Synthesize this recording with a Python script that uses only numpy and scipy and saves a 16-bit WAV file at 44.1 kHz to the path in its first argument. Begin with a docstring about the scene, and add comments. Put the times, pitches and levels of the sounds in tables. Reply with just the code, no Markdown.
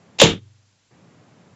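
"""Dart into a bristle board

A steel-tip dart hits a bristle board in a small room, close to a narrow-band microphone that overloads.
Ticks of shaped noise rattle into the thud: noise crack and crunch, a short sine knock, decaying modes.
Filtered noise makes the room echo, and two low modes leave a beating boom.
After the hit all but the boom dips for half a second, leaving a thin hiss."""
import sys
import numpy as np
from scipy import signal
from scipy.fft import rfft, irfft
from scipy.io import wavfile

SR = 44100
rng = np.random.default_rng(int(sys.argv[2]) if len(sys.argv) > 2 else 0)


def to_wav(sig):
    """Store sig (one row per channel, or 1-D mono) as 16-bit WAV at the path in sys.argv[1].

    Samples outside -1..1 are clipped; the rate is SR.
    """
    pcm = np.clip(np.atleast_2d(sig), -1, 1) * 32767
    pcm = np.round(pcm).astype(np.int16)
    wavfile.write(sys.argv[1], SR, pcm.T)  # frames by channels


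N = 68355
THUD_S = .2160  # start of the board, echo and boom


def undb(db):
    """Decibels to gain."""
    return 10 ** (np.asarray(db) / 20)


def on_log_axis(hz, points, column=1):
    """One column of a table over frequency, interpolated on a log-frequency axis."""
    points = np.array(points)
    return np.interp(np.log(np.maximum(hz, 1)), np.log(points[:, 0]), points[:, column])


def tint(x, colour):
    """Give a sound a spectrum; white noise keeps its level."""
    gain = undb(on_log_axis(np.fft.rfftfreq(N, 1 / SR), colour))
    gain_rms = np.sqrt(np.mean(gain ** 2))
    return irfft(rfft(x) * gain / gain_rms, N)


def noise(colour):
    """Steady noise of about unit rms with the given spectrum."""
    return tint(rng.standard_normal(N), colour)


def since(start_s):
    """Seconds since a moment, zero before it."""
    return np.maximum(np.arange(N) / SR - start_s, 0)


def fade(start_s, t60_s, rise_s):
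    """Envelope that builds up exponentially and dies away by 60 dB per t60."""
    age = since(start_s)
    build_up = 1 - np.exp(-age / rise_s)
    decay = np.exp(-np.log(1000) * age / t60_s)
    return build_up * decay


def ring(start_s, hz, db, t60_s, rise_s):
    """One struck mode: a sine that builds up and decays."""
    return undb(db) * fade(start_s, t60_s, rise_s) * np.sin(2 * np.pi * hz * since(start_s))


def low_pass(x, hz):
    """Steep elliptic low-pass."""
    return signal.sosfilt(signal.ellip(8, .2, 70, hz, fs=SR, output="sos"), x)


def room_air():
    """Steady room noise, strongest in the lows."""
    # spectrum of the room noise: pitch_hz [Hz], level_db [dB per Hz, relative]
    air_colour = [(20, -50.5), (66, -40), (88, -2), (120, 1), (180, 1), (300, -7), (600, -11),
                  (1200, -17.5), (2500, -24), (5000, -38), (8000, -43)]
    return undb(-52) * noise(air_colour)


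def dart_ticks():
    """Sharp contacts of point, shaft and flight: one bright noise under a burst envelope per contact."""
    # contacts of the dart: start_s [s], level_db [dB], t60_s [s]
    contacts = [(.1852, -30, 0.036), (0.189, -18, .022), (0.197, -12, 0.023), (0.1995, -5, .012),
                (0.2009, 2.5, .007), (0.2041, -9, .05), (.2110, -15, .04), (0.217, -0.5, .018),
                (0.2374, -7.5, .035)]
    # colour of a tick: pitch_hz [Hz], level_db [dB per Hz, relative]
    tick_colour = [(60, -32), (200, -19), (350, -11), (850, -4.5), (1500, -14), (2100, -4), (2700, -1),
                   (3500, 1.5), (4400, -5), (5600, -8), (7100, -4.5), (8000, -14)]
    envelope = sum(undb(db) * fade(start_s, t60_s, rise_s=.00034) for start_s, db, t60_s in contacts)
    return tint(rng.standard_normal(N) * envelope, tick_colour)


def dart_ring():
    """Ring of the dart's barrel and shaft: high modes struck together."""
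    # modes of the dart: pitch_hz [Hz], level_db [dB, relative], t60_s [s]
    dart_modes = [(2740, -22.5, 0.22), (2833, -23, 0.18), (3133, -27, .28), (3210, -24, .26),
                  (3370, -22, 0.1999), (3520, -23.5, 0.33), (3650, -23.5, .24), (3696, -22.5, .25),
                  (6925, -25.5, .17)]
    start_s, gain_db = .2003, 2
    modes = sum(ring(start_s, hz, db, t60_s, rise_s=.0023) for hz, db, t60_s in dart_modes)
    return undb(gain_db) * modes


def board_crunch():
    """Dull crunch of the point sinking into the bristles: a soft-edged noise burst."""
    # spectrum of the crunch: pitch_hz [Hz], level_db [dB per Hz, relative]
    crunch_colour = [(40, -15), (130, -9), (350, 1.5), (900, 0.5), (1300, -5.5), (2100, -7.5), (3000, -22),
                     (8000, -46)]
    return undb(-3) * noise(crunch_colour) * fade(start_s=.2125, t60_s=.045, rise_s=.011)


def point_crack():
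    """Crack of the point going in: a very short, hard-edged noise burst."""
    # spectrum of the crack: pitch_hz [Hz], level_db [dB per Hz, relative]
    crack_colour = [(60, -18), (250, -6), (700, 0), (1300, -2), (2100, 3), (3300, 0), (4500, -9.5),
                    (7000, -9), (8000, -19.5)]
    return undb(6) * noise(crack_colour) * fade(start_s=.2158, t60_s=.0078, rise_s=.0003)


def board_knock():
    """Compact knock as the board stops the dart: a few sine cycles under a bell-shaped swell."""
    centre_s, pitch_hz, level_db, width_s = .2225, 565, 1, .0029
    offset = np.arange(N) / SR - centre_s
    swell = np.exp(-.5 * (offset / width_s) ** 2)
    return undb(level_db) * swell * np.sin(2 * np.pi * pitch_hz * offset)


def board_ring():
    """Ring of board and mount: low modes, each with its own build-up and decay."""
    # modes of board and mount: pitch_hz [Hz], level_db [dB, relative], t60_s [s], rise_s [s]
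    board_modes = [(91, -25, .6, 0.016), (129.7, -17, .3, 0.013), (163.8, -11, 0.29, 0.014),
                   (205.7, -17.5, .3, 0.0053), (289.3, -28.5, 0.54, 0.0092), (312.2, -18.5, .42, 0.0054),
                   (358.2, -19.5, .36, 0.0076), (386, -24.5, 0.49, 0.0052), (454, -13, 0.31, .003),
                   (503.6, -22, .3, .003), (568, -16, .16, .003), (699, -21, .22, 0.0023),
                   (851, -19, .18, .003), (874, -21.5, .2, .003), (943.4, -20.5, .19, 0.0026)]
    gain_db = 3.5
    modes = sum(ring(THUD_S, hz, db, t60_s, rise_s) for hz, db, t60_s, rise_s in board_modes)
    return undb(gain_db) * modes


def room_echo():
    """Dense reflections of the thud: each quarter octave decays at its own rate, the lows build up late."""
    # room echo: pitch_hz [Hz], level_db [dB per Hz, relative], t60_s [s]
    room = [(30, -8, .65), (60, -9, .62), (128, .5, .5), (251, -1.5, .45), (479.3, -2.5, .28),
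            (755, -3, .26), (1100, -5.5, .28), (1600, -7, 0.33), (2080, -4, .28), (2700, -3.5, 0.3),
            (3170, -1, .34), (3850, -2, .33), (4300, -9, 0.25), (5500, -10.5, 0.25), (7000, -4, 0.2),
            (8000, -14.5, .22)]
    level_db, rise_s, rise_cycles = -6, .005, 2.5
    spectrum = rfft(noise(room))
    bin_hz = np.clip(np.fft.rfftfreq(N, 1 / SR), 60, 8000)
    centres = 2 ** (np.round(4 * np.log2(bin_hz)) / 4)  # nearest quarter-octave centre of each bin
    tail = np.zeros(N)
    for hz in np.unique(centres):
        band = irfft(spectrum * (centres == hz), N)
        t60_s = on_log_axis(hz, room, column=2)
        tail += band * fade(THUD_S, t60_s, rise_s + rise_cycles / hz)
    return undb(level_db) * tail


def boom():
    """Two low room resonances that linger and beat against each other."""
    # room resonances: pitch_hz [Hz], level_db [dB], t60_s [s]
    resonances = [(99, -31, .92), (122.3, -26.5, 0.63)]
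    return sum(ring(THUD_S, hz, db, t60_s, rise_s=.02) for hz, db, t60_s in resonances)


def late_reflection():
    """The lows of the thud return once more as a burst of low noise."""
    # spectrum of the reflection: pitch_hz [Hz], level_db [dB per Hz, relative]
    late_colour = [(50, -40), (110, -3.5), (170, 2), (320, -10), (500, -19), (1000, -56), (4000, -74)]
    return undb(-16) * noise(late_colour) * fade(start_s=.326, t60_s=.19, rise_s=.008)


def dip():
    """Gain curve: the level sinks after the hit and comes back quickly."""
    # points of the curve: time_s [s], level_db [dB]
    dip_points = [(.315, -0.5), (.365, -9), (.385, -11.5), (.403, -22.5), (.47, -21), (.6, -19), (.9, -20),
                  (0.914, -0.5)]
    times_s, levels_db = np.array(dip_points).T
    return undb(np.interp(np.arange(N) / SR, times_s, levels_db))


def scene():
    """The hit and its room over steady room noise; all but the low boom sinks in the dip."""
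    dart = dart_ticks() + dart_ring() + point_crack()
    board = board_crunch() + board_knock() + board_ring()
    room = room_air() + room_echo() + late_reflection()
    return ((dart + board + room) * dip() + boom())[None]


def record(dry):
    """The microphone adds hiss and passes a narrow band; the loudest peaks clip."""
    hiss_db, mic_hz, clip_level, top_hz = -61.5, 7494, 1, 15600
    hiss = undb(hiss_db) * rng.standard_normal(dry.shape)
    narrow = low_pass(dry + hiss, mic_hz)
    clipped = np.clip(narrow, -clip_level, clip_level)
    return low_pass(clipped, top_hz)


dry = scene()
out = record(dry)
to_wav(out)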